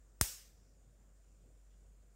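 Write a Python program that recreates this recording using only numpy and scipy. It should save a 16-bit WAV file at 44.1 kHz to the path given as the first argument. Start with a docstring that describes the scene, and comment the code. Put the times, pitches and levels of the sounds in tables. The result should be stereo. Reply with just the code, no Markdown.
"""One high-voltage spark snaps across a gap on a workbench, close to a phone with two unlike microphones.
Its shock rings each microphone port, scatters off the bench clutter and fills a small hard room as
decaying noise; a push of air and a sinking low thump go with it. The charging circuit whines faintly
as ringing ticks, a motor hums low somewhere as a sine, and shaped noise makes room rumble, thin hiss,
a band of airy hiss that comes and goes, and one faint rustle."""
import sys
import numpy as np
from scipy import signal
from scipy.fft import rfft, irfft, next_fast_len
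from scipy.io import wavfile
from scipy.ndimage import uniform_filter1d, map_coordinates

SR = 44100
rng = np.random.default_rng(int(sys.argv[2]) if len(sys.argv) > 2 else 0)


def wav_record(signal):
    """Record a signal, one row per channel, as 16-bit PCM in the file named by sys.argv[1]."""
    frames = np.transpose(np.atleast_2d(signal))
    bounded = np.clip(frames, -1, 1)
    # unit amplitude maps onto the largest positive 16-bit level
    quanta = np.round(bounded * 32767).astype(np.int16)
    wavfile.write(sys.argv[1], SR, quanta)


N = 94815
SPARK_S = 0.2120
# Pairs of values are [left, right] microphone throughout.


def amp(db):
    """Linear gain of a level in dB."""
    return 10 ** (np.asarray(db) / 20)


def column(v):
    """One value per microphone, as a column."""
    return np.reshape(v, (-1, 1))


def seconds():
    """Time axis."""
    return np.arange(N) / SR


def since_spark():
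    """Seconds after the spark, negative before it."""
    return seconds() - SPARK_S


def over_time(points):
    """Straight lines through (s, value) points."""
    return np.interp(seconds(), *np.transpose(points))


def along(points, hz):
    """Columns of (Hz, value, ..) points on a log frequency axis."""
    f, *cols = np.transpose(points)
    return np.array([np.interp(np.log(hz + 1), np.log(f + 1), c) for c in cols])


def filtered(x, response):
    """x times a complex response of frequency, zero-padded."""
    m = next_fast_len(N + SR // 2)
    hz = np.fft.rfftfreq(m, 1 / SR)
    return irfft(rfft(x, m) * response(hz), m)[..., :N]


def delay(hz, ms):
    """Response of a delay for each microphone."""
    return np.exp(-2j * np.pi * hz * column(ms) / 1000)


def rings(table, f):
    """Sum of resonances (Hz, width Hz, dB) with alternating sign."""
    total = 0
    for k, (center, width, db) in enumerate(table):
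        resonance = 1j * f * width / (center * center - f * f + 1j * f * width)
        total = total + (-1) ** k * amp(db) * resonance
    return total


def density(points):
    """Gain that gives white noise of rms 1 the tabled level per Hz."""
    return lambda hz: amp(along(points, hz)) * np.sqrt(SR / 2)


def unit(x):
    """x scaled to rms 1."""
    return x / np.sqrt(np.mean(x ** 2))


def patchy(count, depth_db):
    """White noises that share slow time-frequency patches of random gain, rms depth in dB."""
    z = signal.stft(rng.standard_normal((count, N)), nperseg=512)[2]
    field = rng.standard_normal(z.shape[1:])
    field = uniform_filter1d(field, 6, 0)  # across frequency
    field = uniform_filter1d(field, 14, 1)  # across time
    return signal.istft(z * amp(depth_db * unit(field)), nperseg=512)[1][:, :N]


def band(points):
    """Stereo noise of rms 1, zero outside the first and last frequency."""
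    def response(hz):
        inside = (hz > points[0][0]) * (hz < points[-1][0])
        return amp(along(points, hz)) * inside
    return unit(filtered(rng.standard_normal((2, N)), response))


# Rumble and hiss spectrum before the swell: freq_hz, left_db_per_hz, right_db_per_hz
FLOOR_SPECTRUM = [(30, -108, -106), (44.6, -94.5, -92), (80, -97.5, -89), (160, -100, -94),
                  (230.3, -105, -100), (346, -107, -104), (520, -105, -101), (717, -106, -107),
                  (850, -111, -112), (1450, -112, -112), (2040, -119, -117), (4400, -124, -121),
                  (5900, -124, -119), (6800, -117, -111), (7205, -110, -106), (7600, -116, -115),
                  (8700, -116, -116), (9215, -121, -128), (9900, -122, -130), (10300, -125, -128),
                  (15500, -126, -127)]
# Power common to both microphones: freq_hz, share (limited to 0..1)
COMMON_SHARE = [(60, 0.36), (450, 1), (1200, 0.21), (3000, .15), (9000, 0.071)]
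# Rumble level: time_s, gain_db
RUMBLE_SWELL = [(0, 0.5), (.12, 1), (.5, 0), (.62, 2), (0.751, 0.5), (1.2, 0), (1.38, 0), (1.48, 5.5),
                (1.6, -3), (1.93, 1), (2.15, -0.5)]
SWELL_BELOW_HZ, LEFT_LEADS_MS = 680, 0.41


def floor(patchy_db=1.1):
    """Rumble and hiss in slow patches; the common part reaches the left first, the rumble swells."""
    noise = patchy(count=3, depth_db=patchy_db)
    level = density(FLOOR_SPECTRUM)

    def share(hz):
        return np.clip(along(COMMON_SHARE, hz), 0, 1)

    own = filtered(noise[:2], lambda hz: np.sqrt(1 - share(hz)) * level(hz))
    common = filtered(noise[2], lambda hz: np.sqrt(share(hz)) * level(hz) * delay(hz, [0, LEFT_LEADS_MS]))
    steady = own + common
    rumble = filtered(steady, lambda hz: 1 / (1 + (hz / SWELL_BELOW_HZ) ** 4))
    return steady + (amp(over_time(RUMBLE_SWELL)) - 1) * rumble


# Hum rms before waver and balance: time_s, level_db
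HUM_LEVEL = [(0, -63.5), (.3, -64), (.8, -64.5), (1.3, -63.5), (1.9, -60), (2.15, -65)]
HUM_HZ = 48.86


def hum(waver_db=0.08):
    """Motor hum: a sine with slight level waver, in phase and nearly equal in both microphones."""
    t = seconds()
    waver = map_coordinates(rng.standard_normal(30), [t * 10])  # 10 random points a second
    level_db = over_time(HUM_LEVEL) + waver_db * waver + column([-0.3, 0.3])
    return np.sqrt(2) * amp(level_db) * np.sin(2 * np.pi * (HUM_HZ * t + rng.random()))


# Charging ticks, slowing except for a jump up at the spark: time_s, rate_hz
TICK_RATE = [(0, 530), (.21, 516), (.215, 860), (.52, 771), (.78, 707), (1.09, 652), (1.42, 606),
             (1.75, 565), (2.15, 523)]
# Resonances the ticks pass twice: center_hz, width_hz, level_db (per pass)
TICK_RINGS = [(8330, 330, 0), (8870, 260, -2), (9950, 350, -3), (10600, 400, -6)]
CHARGER_RMS_DB = [-89, -104]


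def charger():
    """Ticks of the charging circuit, heard only where they ring: thin tones that slide with the rate."""
    turns = np.cumsum(over_time(TICK_RATE)) / SR
    harmonics = np.arange(8, 23)[:, None]
    ticks = np.cos(2 * np.pi * harmonics * turns).sum(axis=0)
    whine = filtered(ticks, lambda hz: rings(TICK_RINGS, hz) ** 2)
    return column(amp(CHARGER_RMS_DB)) * unit(whine)


# Band shape before scaling to rms 1: freq_hz, gain_db
AIRY_SHAPE = [(4300, -30), (4800, -0.5), (6000, 3.5), (6600, -20)]
# Right microphone: time_s, level_db
AIRY_LEVEL = [(0, -91), (.12, -85), (.55, -78.5), (.72, -79), (.8, -91.5), (1.1, -89), (1.3, -84),
              (1.5, -88), (1.749, -85), (2, -95), (2.15, -87.5)]
AIRY_LEFT_REL_DB = -13.5


def airy():
    """A faint noise band that comes and goes, mostly on the right."""
    level_db = over_time(AIRY_LEVEL) + column([AIRY_LEFT_REL_DB, 0])
    return amp(level_db) * band(AIRY_SHAPE)


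# Port resonances, before SHOCK_DB: center_hz, width_hz, level_db
LEFT_PORT = [(5070, 1200, -4.5), (6980, 970, -1.5), (8816, 1100, 2.5), (13295, 1200, -3),
             (15350, 800, -4.5)]
RIGHT_PORT = [(3464, 890, -16.5), (5086, 645, -8), (6620, 780, 5), (7950, 1700, 4.5), (15290, 2000, -11.5)]
# Copies off bench and parts, relative to the direct shock:
# left_later_ms, right_later_ms, left_db, right_db
BENCH_BOUNCES = [(.3, 0.32, -6.5, -6), (.55, .62, -8.5, -12), (.85, .9, -7, -3.5)]
ARRIVE_AFTER_SPARK_MS, SHOCK_DB = [0.092, 0.042], [3.5, 3]


def shock():
    """One sharp front and its first bounces ring the microphone ports."""
    def path(hz):
        copies = 1
        for left_ms, right_ms, left_db, right_db in BENCH_BOUNCES:
            copies = copies + column(amp([left_db, right_db])) * delay(hz, [left_ms, right_ms])
        ports = np.array([rings(LEFT_PORT, hz), rings(RIGHT_PORT, hz)])
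        arrival = delay(hz, np.add(ARRIVE_AFTER_SPARK_MS, SPARK_S * 1000))
        return column(amp(SHOCK_DB)) * ports * copies * arrival

    impulse = np.arange(N) == 0
    return filtered(impulse, path)


# One row per microphone, level before the low cut:
# start_after_spark_ms, rise_ms, peak_db, low_cut_hz, low_cut_q
AIR_PUSH = [(.08, 0.95, 9.5, 1748, 1.13), (.2, 0.24, -15.5, 10, .7)]


def push():
    """Heated air gives one short push, which each microphone's low cut reshapes."""
    start_ms, rise_ms, peak_db, cut_hz, q = map(column, np.transpose(AIR_PUSH))
    u = np.clip((since_spark() * 1000 - start_ms) / rise_ms, 0, None)
    pulse = amp(peak_db) * u * np.exp(1 - u)  # peaks at u = 1
    return filtered(pulse, lambda f: -f * f / (cut_hz * cut_hz - f * f + 1j * f * cut_hz / q))


# Room tail at its start: freq_hz, left_db_per_hz, right_db_per_hz
ROOM_SPECTRUM = [(60, -94.5, -86), (250, -89.5, -86.5), (450, -85, -87), (650, -89.5, -88.5),
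                 (900, -87.5, -89.5), (1300, -84, -82.5), (2300, -79.5, -79.5), (4200, -81, -77),
                 (5030, -78, -70.5), (6000, -75, -70.5), (8840, -71, -71.5), (9600, -76, -80),
                 (10590, -74, -78.5), (12500, -74, -77), (15600, -78, -79)]
# Room tail decay: freq_hz, t60_s
ROOM_DECAY = [(200, .45), (900, 0.6), (3000, .52), (5500, .52), (9000, 0.43), (12000, .42), (15000, 0.47)]
# Relative to ROOM_SPECTRUM
NEAR_WALLS_DB, NEAR_WALLS_T60_S = [6.5, 5.5], [0.04, 0.044]
CLUTTER_DB, CLUTTER_T60_S = [17, 17], [0.013, 0.01]
ECHO_RISE_S = 0.0003


def echoes(uneven_db=2.0):
    """Bench scatter, near walls and the room's tail: noises each dying at its own speed."""
    t = np.clip(since_spark(), 0, None)

    def noise():
        return filtered(patchy(count=2, depth_db=uneven_db), density(ROOM_SPECTRUM))

    def dying(level_db, t60_s):
        return amp(column(level_db) - 60 * t / column(t60_s)) * noise()

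    hz, frame_s, z = signal.stft(noise(), SR, nperseg=256)
    age_s = np.maximum(frame_s, SPARK_S / 2) - SPARK_S  # bounds the gain before the spark
    decay = amp(-60 * age_s / along(ROOM_DECAY, hz).T)
    tail = signal.istft(z * decay, SR, nperseg=256)[1][:, :N]
    near_walls = dying(NEAR_WALLS_DB, NEAR_WALLS_T60_S)
    clutter = dying(CLUTTER_DB, CLUTTER_T60_S)
    onset = 1 - np.exp(-t / ECHO_RISE_S)  # silent before the spark
    return (tail + near_walls + clutter) * onset


THUMP_AFTER_SPARK_MS, THUMP_DB = 1.2, [-34, -20.5]  # level before the fade
THUMP_POLARITY = [0.98, -1]  # gain and direction of the first swing
THUMP_START_HZ, THUMP_END_HZ, THUMP_SINK_S = 150, 41, 0.0072
THUMP_FADE_S, THUMP_FADE_SHAPE = 0.023, 2.2  # shape 1 fades at once, 2 holds first


def thump():
    """A soft low swing follows the snap and sinks in pitch, opposite in the two microphones."""
    t = np.clip(since_spark() - THUMP_AFTER_SPARK_MS / 1000, 0, None)
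    sink_turns = (THUMP_START_HZ - THUMP_END_HZ) * THUMP_SINK_S * (1 - np.exp(-t / THUMP_SINK_S))
    turns = THUMP_END_HZ * t + sink_turns
    fade = np.exp(-(t / THUMP_FADE_S) ** THUMP_FADE_SHAPE)
    return column(amp(THUMP_DB) * THUMP_POLARITY) * fade * np.sin(2 * np.pi * turns)


# Band shape before scaling to rms 1: freq_hz, gain_db
RUSTLE_SHAPE = [(2500, -25), (2850, 0), (3600, -3), (4100, -25)]
RUSTLE_START_S, RUSTLE_HOLD_S, RUSTLE_T60_S = 1.705, 0.041, 0.22
RUSTLE_DB = [-94, -82]


def rustle():
    """One faint noise band starts at once, holds, then fades exponentially."""
    t = seconds() - RUSTLE_START_S
    fade_db = -60 * np.clip(t - RUSTLE_HOLD_S, 0, None) / RUSTLE_T60_S
    return (t > 0) * amp(column(RUSTLE_DB) + fade_db) * band(RUSTLE_SHAPE)


def scene():
    """Sum of all sources, left and right."""
    background = floor() + hum() + charger() + airy()
    spark = shock() + push() + echoes() + thump()
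    return background + spark + rustle()


TOP_HZ = 15750


def record(dry):
    """Nothing is kept at or above the band limit."""
    return filtered(dry, lambda hz: hz < TOP_HZ)


dry = scene()
out = record(dry)
wav_record(out)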